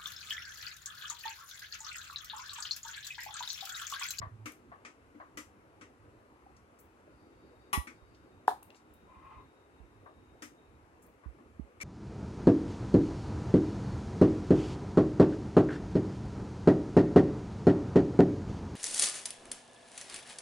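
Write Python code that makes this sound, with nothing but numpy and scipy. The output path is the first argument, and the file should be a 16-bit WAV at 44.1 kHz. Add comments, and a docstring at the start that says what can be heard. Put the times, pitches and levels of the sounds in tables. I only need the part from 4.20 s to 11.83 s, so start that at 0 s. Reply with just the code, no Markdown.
"""A small kitchen with hard walls, where curry is ladled from a pot into a bowl near a hand-held camera.
The loudest sound is a pop: an air pocket bursts under a lump of food. The steel pot clanks, the ladle
clinks, gravy drips, and knocks, worktop taps and wet ticks echo in the room. A sliding dish rubs and
rings, and fingers thump the camera. Behind it all are a steady murmur of air, two short hums and a
faint wavering whistle and hiss. The camera's two microphones hear it as left and right."""
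import sys
import numpy as np
from scipy import signal
from scipy.fft import rfft, irfft
from scipy.io import wavfile
from scipy.ndimage import uniform_filter1d

SR = 44100
rng = np.random.default_rng(int(sys.argv[2]) if len(sys.argv) > 2 else 0)


def master_out(mix):
    """Clip the mix to full scale and print it as 16-bit PCM to the path in sys.argv[1]."""
    frames = np.transpose(np.atleast_2d(mix))
    ceiling = np.clip(frames, -1, 1)
    pcm = np.round(ceiling * 32767).astype(np.int16)
    wavfile.write(sys.argv[1], SR, pcm)


N = 336659

# How long the room's echo takes to fade by 60 dB: (frequency [Hz], fade time [s])
ROOM_FADE = [(300, 0.23), (2000, .2), (15000, 0.25)]
# How alike the two microphones sound: (frequency [Hz], likeness [0 to 1])
LIKENESS = [(150, .9), (550, 0.81), (1600, .3), (5000, .1)]
# Tone of the air, from bass to treble: (frequency [Hz], level [dB])
AIR_TONE = [(30, -16.5), (62, 1.5), (110, -2), (155, -9.5), (312, -1.5), (521, -6.5), (612, -10),
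            (1020, -10.5), (1300, -12.5), (1800, -18.5), (2690, -22), (3300, -30), (5000, -33),
            (8000, -34.5), (12500, -38)]
# Pan is how much louder the left is than the right. For the air: (frequency [Hz], pan [dB])
AIR_PAN = [(60, -4.5), (180, -2), (550, 0.5), (1650, 5.5), (4970, 0.5), (15000, 2.0)]
# Low hums: (time [s], length [s], level [dB])
HUMS = [(.105, .065, -49), (.17, .11, -50)]
# A whistle and a soft hiss above it: (start [s], end [s], level [dB])
WHISTLE, HISS = (2.84, 6.62, -85), (2.86, 4.2, -86)
# Their bands of noise: (frequency [Hz], width [Hz], level [dB])
WHISTLE_BANDS = [(3748, 77, 0)]
HISS_BANDS = [(4600, 600, 0)]
# Fingers on the camera: (time [s], level on the right [dB], pitch [Hz], length [s], pan [dB], snap [dB])
THUMPS = [(.001, -37.5, 85, 0.017, -6, -30), (0.029, -39, 94, 0.03, -6, -30),
          (.066, -35, 70, .012, -4, -30), (3.574, -22.5, 62.5, .028, -24, -3.5),
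          (3.819, -47, 55, 0.027, -18, -20), (4.965, -49, 65, .03, -9, -19),
          (5.161, -48, 60, 0.037, -11, -15), (5.6, -44, 55, 0.055, -19, -6),
          (7.058, -32, 57, 0.043, -28, -12), (7.394, -35.5, 60, 0.047, -25, 8.5)]
# Hollow knocks: (time [s], level [dB], treble tilt [dB per octave], pan [dB])
KNOCKS = [(0.015, -34.5, 1, 4.0), (0.516, -42, -0.5, 3.5), (0.999, -41.5, -0.5, 2.0),
          (5.858, -45.5, -5, 5.5), (7.035, -52, 1.5, 7.5), (7.185, -58, 0, 7.0)]
# Tone of a knock: (frequency [Hz], level [dB])
KNOCK_TONE = [(240, -51), (445, -24), (650, -3), (856, -9.5), (1140, 3), (1330, -12), (1790, -7),
              (2520, -29), (5000, -41), (6500, -69)]
# Worktop taps: (time [s], level [dB], treble [dB], low knock [dB], highest treble [dB], rim ring [dB])
TAPS = [(0.257, -35.5, -2, -1.5, -6, 3), (0.649, -41, -4, -12, -36, 1), (0.948, -63, -12, 21, 4, 0),
        (1.172, -36.5, 2, -2, -8, 0), (1.611, -46, -5, 1, -30, 0), (3.671, -40.5, -4, -3, -22, 6),
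        (6.221, -39, 2.5, -.5, -6, 1), (7.6015, -41, -2, -20, -36, 16), (7.611, -35, 7, -20, -10, 13)]
# Tone of a tap's crack: (frequency [Hz], level [dB])
TAP_TONE = [(290, -36), (500, -9), (831, -18.5), (1200, -1.5), (1650, -6.5), (2010, -1), (4090, -19),
            (5900, -11.5), (11500, -21), (14900, -22), (16000, -32)]
# Modes are the notes a struck thing rings at. The worktop's: (pitch [Hz], level [dB], fade time [s])
WORKTOP_MODES = [(245, -2, .11), (300, 1.5, .14)]
# Thin wet ticks: (time [s], level [dB], frequency [Hz], pan [dB], length [s])
TICKS = [(0.319, -54, 9000, 5, .001), (2.364, -64, 5500, 4, .004), (2.586, -61, 8000, 7, .005),
         (2.596, -56, 15000, 7, .006), (3.945, -63, 4300, 3, .005), (4.4288, -55, 12000, 9.5, .001),
         (4.549, -60, 5700, 6, .011), (4.737, -59.5, 13500, 4.5, .002), (6.819, -59.5, 9000, 4, .009),
         (6.863, -62.5, 15000, 4, .003)]
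# How firmly the sliding dish is pushed: (time [s], level [dB])
SLIDE_PUSH = [(4.86, -75), (4.89, -64), (4.966, -57), (5.014, -62), (5.07, -52), (5.092, -57), (5.12, -50),
              (5.16, -56), (5.215, -58), (5.26, -74)]
# Where the dish rings: (frequency [Hz], rough width [Hz], level [dB])
DISH_BANDS = [(900, 70, -9), (1049, 58, 0), (1200, 80, -9.5), (1570, 230, -18), (2080, 98, -15.5),
              (2390, 300, -15.5)]
# Blows on the steel pot: (time [s], level [dB])
CLANKS = [(3.5295, -21)]
# The pot's notes: (pitch [Hz], level [dB], fade time [s])
POT_MODES = [(388, -12, .1), (753, -13, .12), (838, -9, .15), (980, -5, .13), (1142, 7, .12),
             (1943, -9, .17), (2270, -9, .12), (2729, -13, .14), (3327, -15, .14), (4050, -18, .14),
             (5050, -20, .14), (5346, -19, .12), (9572, -16, .09), (10060, -11, .1), (10450, -12, .07)]
# Tone of its rattling wall: (frequency [Hz], level [dB])
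RATTLE_TONE = [(300, -27), (624, -24), (1140, -6), (1610, -28), (1930, -13), (3520, -20), (4520, -33),
               (5500, -24), (8000, -30), (9900, -21.5), (14700, -33.5), (16000, -54)]
# Gravy drips: (time [s], level [dB], pitch [Hz], length [s])
DRIPS = [(2.263, -49.5, 780, .007), (2.876, -52.5, 600, .005), (4.4258, -44, 1000, .001)]
# The ladle touches the bowl: (time [s], level [dB], favoured pitch [Hz])
CLINKS = [(4.2775, -38, 3800), (4.2775, -47, 10500), (4.429, -51, 9000), (4.429, -56, 2200),
          (4.5035, -46.5, 2400), (4.5465, -51, 2800)]
# The ladle's notes: (pitch [Hz], level [dB], fade time [s])
LADLE_MODES = [(2720, 0, .012), (3600, -9, .03), (5170, -10, .025), (6800, -3, .025), (8330, 0, .025),
               (9550, 0, .045)]
# Tone of food landing: (frequency [Hz], level [dB])
SPLAT_TONE = [(300, -20), (1500, -4), (2800, -17), (3600, -8), (6000, -18.5), (10500, -15.5), (16000, -26)]
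# The bowl's notes: (pitch [Hz], level [dB], fade time [s])
BOWL_MODES = [(415, -6, 0.091), (651, -9, .1), (797, 0, .12), (942, -3, .12), (1017, -5, .12),
              (1249, -4, .1)]
# Near walls throw the pop back: (delay [s], level [dB])
POP_ECHOES = [(.0095, -20), (.0265, -21), (.0335, -22)]

RIGHT_LAG_SAMPLES = 12  # sound reaches the left microphone first
STOVE_PAN_DB = 4.5  # pot and worktop lie a little to the left


def gain_of(db):
    """Turns decibels into a number to multiply by."""
    return 10 ** (np.asarray(db) / 20)


def evened(x):
    """Scales a sound to an average strength (rms) of 1."""
    return x / np.sqrt(np.mean(x ** 2) + 1e-20)


def peaked(x):
    """Scales a sound to a peak of 1."""
    return x / (abs(x).max() + 1e-20)


def levelled(hit):
    """Scales a noisy hit to peaks near 1, going by its first 30 ms."""
    return hit / (4 * np.sqrt(np.mean(hit.mean(0)[:1300] ** 2)))


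def read(table, hz):
    """Looks up a frequency in a table, gliding between the rows."""
    row_hz, value = np.transpose(table)
    return np.interp(np.log(hz + 1), np.log(row_hz + 1), value)


def octaves(hz, centre_hz):
    """How many octaves hz lies above the centre."""
    return np.log2(hz / centre_hz + 1e-3)


def add(mix, start, sound, pan_db=0):
    """Mixes a sound in at start seconds, leaning left or right."""
    part = mix[:, round(start * SR):][:, :sound.shape[-1]]
    part += (sound * gain_of([[pan_db / 2], [-pan_db / 2]]))[:, :part.shape[1]]


def resonate(x, hz, width):
    """Keeps a narrow band around hz: shift it down, smooth it, shift it back."""
    turn = np.exp(2j * np.pi * np.cumsum(hz * np.ones(x.shape[-1])) / SR)
    memory = np.exp(-np.pi * width / SR)
    return 2 * (turn * signal.lfilter([1 - memory], [1, -memory], x / turn)).real


def narrowed(noise, hz, width):
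    """Resonates noise twice, so it takes on a fuzzy pitch."""
    return evened(resonate(resonate(noise, hz, width), hz, width))


def coloured(x, db_of):
    """Changes a sound's tone by db_of(hz) decibels, with no ringing before it starts."""
    hz = abs(np.fft.fftfreq(4096, 1 / SR))
    log_gain = np.log(gain_of(np.maximum(db_of(hz), -100)))
    kernel = np.fft.ifft(np.exp(np.conj(signal.hilbert(log_gain)))).real[:2048]
    return signal.fftconvolve(x, kernel)


def brighter(treble_db, corner_hz):
    """A tone curve that lifts or lowers everything above the corner."""
    return lambda hz: treble_db * np.clip(octaves(hz, corner_hz), 0, 1)


def wander(length, size):
    """A slow random wobble, smooth over size samples."""
    smooth = uniform_filter1d(rng.standard_normal(N), size)
    return evened(uniform_filter1d(smooth, size))[:length]


def ring(modes, rise=.0005):
    """Fading notes of a thing struck at a new spot each time; a soft blow lets them swell."""
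    t = np.arange(SR // 3) / SR
    spot_db = 1.5 * rng.standard_normal(len(modes))
    notes = sum(gain_of(db + extra_db) * 1000 ** (-t / fade) * np.sin(2 * np.pi * hz * t)
                for (hz, db, fade), extra_db in zip(modes, spot_db))
    return (1 - np.exp(-t / rise)) * notes


def contact(length):
    """Two things meet: a short grainy push that favours no pitch."""
    t = np.arange(1024) / SR
    spectrum = rfft(rng.standard_normal(len(t)) * np.exp(-t / length) * (1 - np.exp(-t / .0012)))
    return irfft(spectrum / abs(spectrum), len(t)) * np.exp(-t / (3 * length))


def paired(spectra, hz):
    """The two microphones hear similar bass but different treble, the right one a little later."""
    left, other = spectra
    same = read(LIKENESS, hz)[:, None]
    later = np.exp(-2j * np.pi * hz * RIGHT_LAG_SAMPLES / SR)[:, None]
    return np.array([left, same * later * left + np.sqrt(1 - same ** 2) * other])


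def kitchen(x, echo_db, lag=RIGHT_LAG_SAMPLES):
    """The sound arrives directly, then as many fading echoes from the walls."""
    echoes = np.zeros((2, 16000))
    arrivals = np.arange(60, 15980, 20) + rng.integers(0, 20, (2, 796))
    np.put_along_axis(echoes, arrivals, rng.choice([-1., 1.], arrivals.shape), 1)
    hz, t, spectra = signal.stft(echoes, SR, nperseg=256)
    spectra = paired(spectra, hz) * 1000 ** (-t / read(ROOM_FADE, hz)[:, None])
    room = signal.istft(spectra, SR, nperseg=256)[1]
    room = gain_of(echo_db) * room / np.linalg.norm(room[0])
    room[[0, 1], [0, lag]] += 1  # the direct sound
    return signal.fftconvolve(x[None], room, axes=1)


def air(db=-60, top_hz=12700):
    """The room's murmur: noise with drifting louder and softer patches, lumpier in the bass."""
    frames, hz = N // 512 + 5, np.fft.rfftfreq(2048, 1 / SR)
    a, b, c, d, patches = rng.standard_normal((frames, len(hz), 5)).T
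    noise = paired(np.array([a + 1j * b, c + 1j * d]), hz)
    patches = evened(uniform_filter1d(uniform_filter1d(patches, 14, axis=0), 6, axis=1))
    hz = hz[:, None]
    patch_db = (1 + 2 / (1 + (hz / 500) ** 2)) * patches
    side_db = np.array([.5, -.5])[:, None, None] * read(AIR_PAN, hz)
    spectra = noise * gain_of(read(AIR_TONE, hz) + patch_db + side_db) * (hz < top_hz)
    return gain_of(db) * evened(signal.istft(spectra, nperseg=2048, noverlap=1536)[1][:, :N])


def hum(start, length, db, hz=103, rise_hz_per_s=25):
    """A low tone that creeps upward."""
    t = np.arange(start, start + length, 1 / SR)
    tone = np.sqrt(2) * np.sin(2 * np.pi * (hz + rise_hz_per_s * t / 2) * t)
    return start, gain_of(db) * tone * signal.windows.tukey(len(t), .6)


def whistle(start, end, db, bands):
    """Noise that flutters and drifts in level: a narrow band whistles, a wider one hisses."""
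    t = np.arange(start, end, 1 / SR)
    fade = np.clip(np.minimum(t - start, end - t) / .1, 0, 1)
    noise = rng.standard_normal((2, N))[:, :len(t)]
    waver_db = 2.4 * wander(len(t), size=1500) + 1.2 * wander(len(t), size=9000)
    tone = sum(gain_of(band_db) * narrowed(noise, hz, width) for hz, width, band_db in bands)
    return start, fade * gain_of(db + waver_db) * tone


def thump(hz, length, snap_db):
    """The camera body swings a few times; a quick finger adds a short, higher snap."""
    t = np.arange(SR // 4) / SR
    turns = hz * (t + .0038 * (1 - np.exp(-t / .0084)))  # the pitch starts high and settles
    swing = np.sin(2 * np.pi * turns) * np.exp(-(t / length) ** 2.4) * (1 - np.exp(-t / .0016))
    snap = np.sin(2 * np.pi * 230 * t) * np.exp(-((t - .004) / .003) ** 2)
    return gain_of(snap_db) * snap - swing


def knock(tilt_db):
    """A soft blow on something hollow: short, with little treble."""
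    blow = coloured(contact(.0067), lambda hz: read(KNOCK_TONE, hz) + tilt_db * octaves(hz, 1000))
    return levelled(kitchen(blow, echo_db=6.5))


def tap(treble_db, knock_db, top_db, rim_db, rim_hz=2280):
    """A crack with a rim's short ring, and the worktop's low knock under it."""
    treble, top = brighter(treble_db, 2600), brighter(top_db, 8500)
    rim = lambda hz: rim_db * np.exp(-(octaves(hz, rim_hz) / .13) ** 2)
    crack = coloured(contact(.003), lambda hz: read(TAP_TONE, hz) + treble(hz) + top(hz) + rim(hz))
    crack = levelled(kitchen(crack, echo_db=8))
    sound = gain_of(knock_db) * levelled(kitchen(ring(WORKTOP_MODES, rise=.006), echo_db=-6.5))
    add(sound, 0, crack)
    return sound


def tick(centre_hz, length):
    """A tiny wet touch: a puff of treble noise."""
    t = np.arange(2048) / SR
    puff = rng.standard_normal(len(t)) * t * np.exp(-t / length)
    puff = coloured(puff, lambda hz: -17 * octaves(hz, centre_hz) ** 2)
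    return levelled(kitchen(puff, echo_db=-3.5))


def slide(settle_s=.06):
    """Uneven rubbing makes a sliding dish ring."""
    times, levels = np.transpose(SLIDE_PUSH)
    t = np.arange(times[0], times[-1], 1 / SR)
    bend = 1 - .05 * np.exp(-(t - t[0]) / settle_s)  # the ring starts low and settles
    rub = rng.standard_normal((2, SR))[:, :len(t)]
    rub[1] = .6 * rub[0] + .83 * rub[1]  # left and right are partly alike
    dish = sum(gain_of(db) * narrowed(rub, hz * bend, width * 1.7) for hz, width, db in DISH_BANDS)
    return t[0], gain_of(np.interp(t, times, levels)) * evened(dish)


def clank():
    """The steel pot rings and its thin wall rattles; the left side hears more treble."""
    # The pot is not quite round, so each note throbs against a close twin.
    splits = .006 * rng.uniform(-1, 1, len(POT_MODES))
    twins = [(hz * (1 + split), db - 10.5, fade) for (hz, db, fade), split in zip(POT_MODES, splits)]
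    pot = levelled(kitchen(ring(POT_MODES + twins, rise=.009), echo_db=-1.5))
    rattle = coloured(contact(.0027), lambda hz: read(RATTLE_TONE, hz))
    add(pot, 0, gain_of(-1.5) * levelled(kitchen(rattle, echo_db=6)))
    left, right = coloured(pot[0], brighter(3, 4500)), coloured(pot[1], brighter(-3, 4500))
    return levelled(np.array([left, right]))


def drip(hz, length):
    """A small bubble in the gravy quivers a few times."""
    t = np.arange(SR // 20) / SR
    bubble = np.sin(2 * np.pi * hz * t) * t * np.exp(-(t / length) ** 2)
    return kitchen(peaked(bubble), echo_db=-6)


def clink(centre_hz):
    """The ladle clicks on the bowl and rings, most near the pitch that the touch favours."""
    modes = [(hz, db - 50 * np.log2(hz / centre_hz) ** 2, fade) for hz, db, fade in LADLE_MODES]
    ladle = peaked(ring(modes))
    click = peaked(coloured(contact(.0012), lambda hz: -6 * octaves(hz, centre_hz) ** 2))
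    ladle[:len(click)] += gain_of(1.5) * click
    return peaked(kitchen(ladle, echo_db=-5.5))


def splat():
    """Wet food meets the bowl just before the pop."""
    food = coloured(contact(.0043), lambda hz: read(SPLAT_TONE, hz))
    return levelled(kitchen(food, echo_db=3))


def pop(start_hz=890, end_hz=710, rise_s=.0005, length_s=.0037):
    """An air pocket bursts under the food: a falling blip, a wet slap, then the ringing bowl."""
    t = np.arange(SR // 3) / SR
    turns = np.cumsum(end_hz + (start_hz - end_hz) * np.exp(-(t / .004) ** 2)) / SR
    shape = (1 - np.exp(-(t / rise_s) ** 2)) * np.exp(-(t / length_s) ** 2)
    slap = gain_of(-15) * np.sin(2 * np.pi * 1700 * t) + gain_of(-21) * np.sin(2 * np.pi * 450 * t)
    burst = np.cos(2 * np.pi * turns) * shape - slap * shape ** 2
    bass_loss = lambda hz: 7 * np.log2(np.clip(hz / 450, .01, 1))  # too small to push bass
    burst = peaked(coloured(burst, bass_loss)[:len(t)])
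    echoes = sum(gain_of(db) * np.roll(burst, round(delay * SR)) for delay, db in POP_ECHOES)
    bowl = gain_of(-28) * peaked(ring(BOWL_MODES, rise=.006))
    return kitchen(burst + echoes + bowl, echo_db=-8.5, lag=4)  # nearly straight ahead


def scene():
    """Lays every sound over the air, as the two microphones hear it."""
    mix = air()
    for time, db in CLANKS:
        add(mix, time, gain_of(db) * clank(), STOVE_PAN_DB)
    for time, db, tilt_db, pan_db in KNOCKS:
        add(mix, time, gain_of(db) * knock(tilt_db), pan_db)
    for time, db, *tone_db in TAPS:
        add(mix, time, gain_of(db) * tap(*tone_db), STOVE_PAN_DB)
    for time, db, hz in CLINKS:
        add(mix, time, gain_of(db) * clink(hz), pan_db=6)
    for time, db, hz, length in DRIPS:
        add(mix, time, gain_of(db) * drip(hz, length))
    for time, db, hz, pan_db, length in TICKS:
        add(mix, time, gain_of(db) * tick(hz, length), pan_db)
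    for time, db, hz, length, pan_db, snap_db in THUMPS:
        add(mix, time, gain_of(db + pan_db / 2) * thump(hz, length, snap_db), pan_db)
    add(mix, 4.2768, gain_of(-38) * splat(), pan_db=4)
    add(mix, 4.2799, gain_of(-7.5) * pop())
    add(mix, *slide(), pan_db=4.5)
    add(mix, *whistle(*WHISTLE, WHISTLE_BANDS), pan_db=1)
    add(mix, *whistle(*HISS, HISS_BANDS))
    for row in HUMS:
        add(mix, *hum(*row), pan_db=-4)
    return mix


def record(dry, low_hz=44.9, high_hz=16100):
    """The small microphones lose the deep bass; the very highest treble is cut too."""
    thin = signal.sosfilt(signal.butter(2, low_hz, "high", fs=SR, output="sos"), dry)
    treble_cut = signal.firwin(511, high_hz, window=("kaiser", 9), fs=SR)
    return signal.oaconvolve(thin, treble_cut[None], "same")


dry = scene()
out = record(dry)
master_out(out)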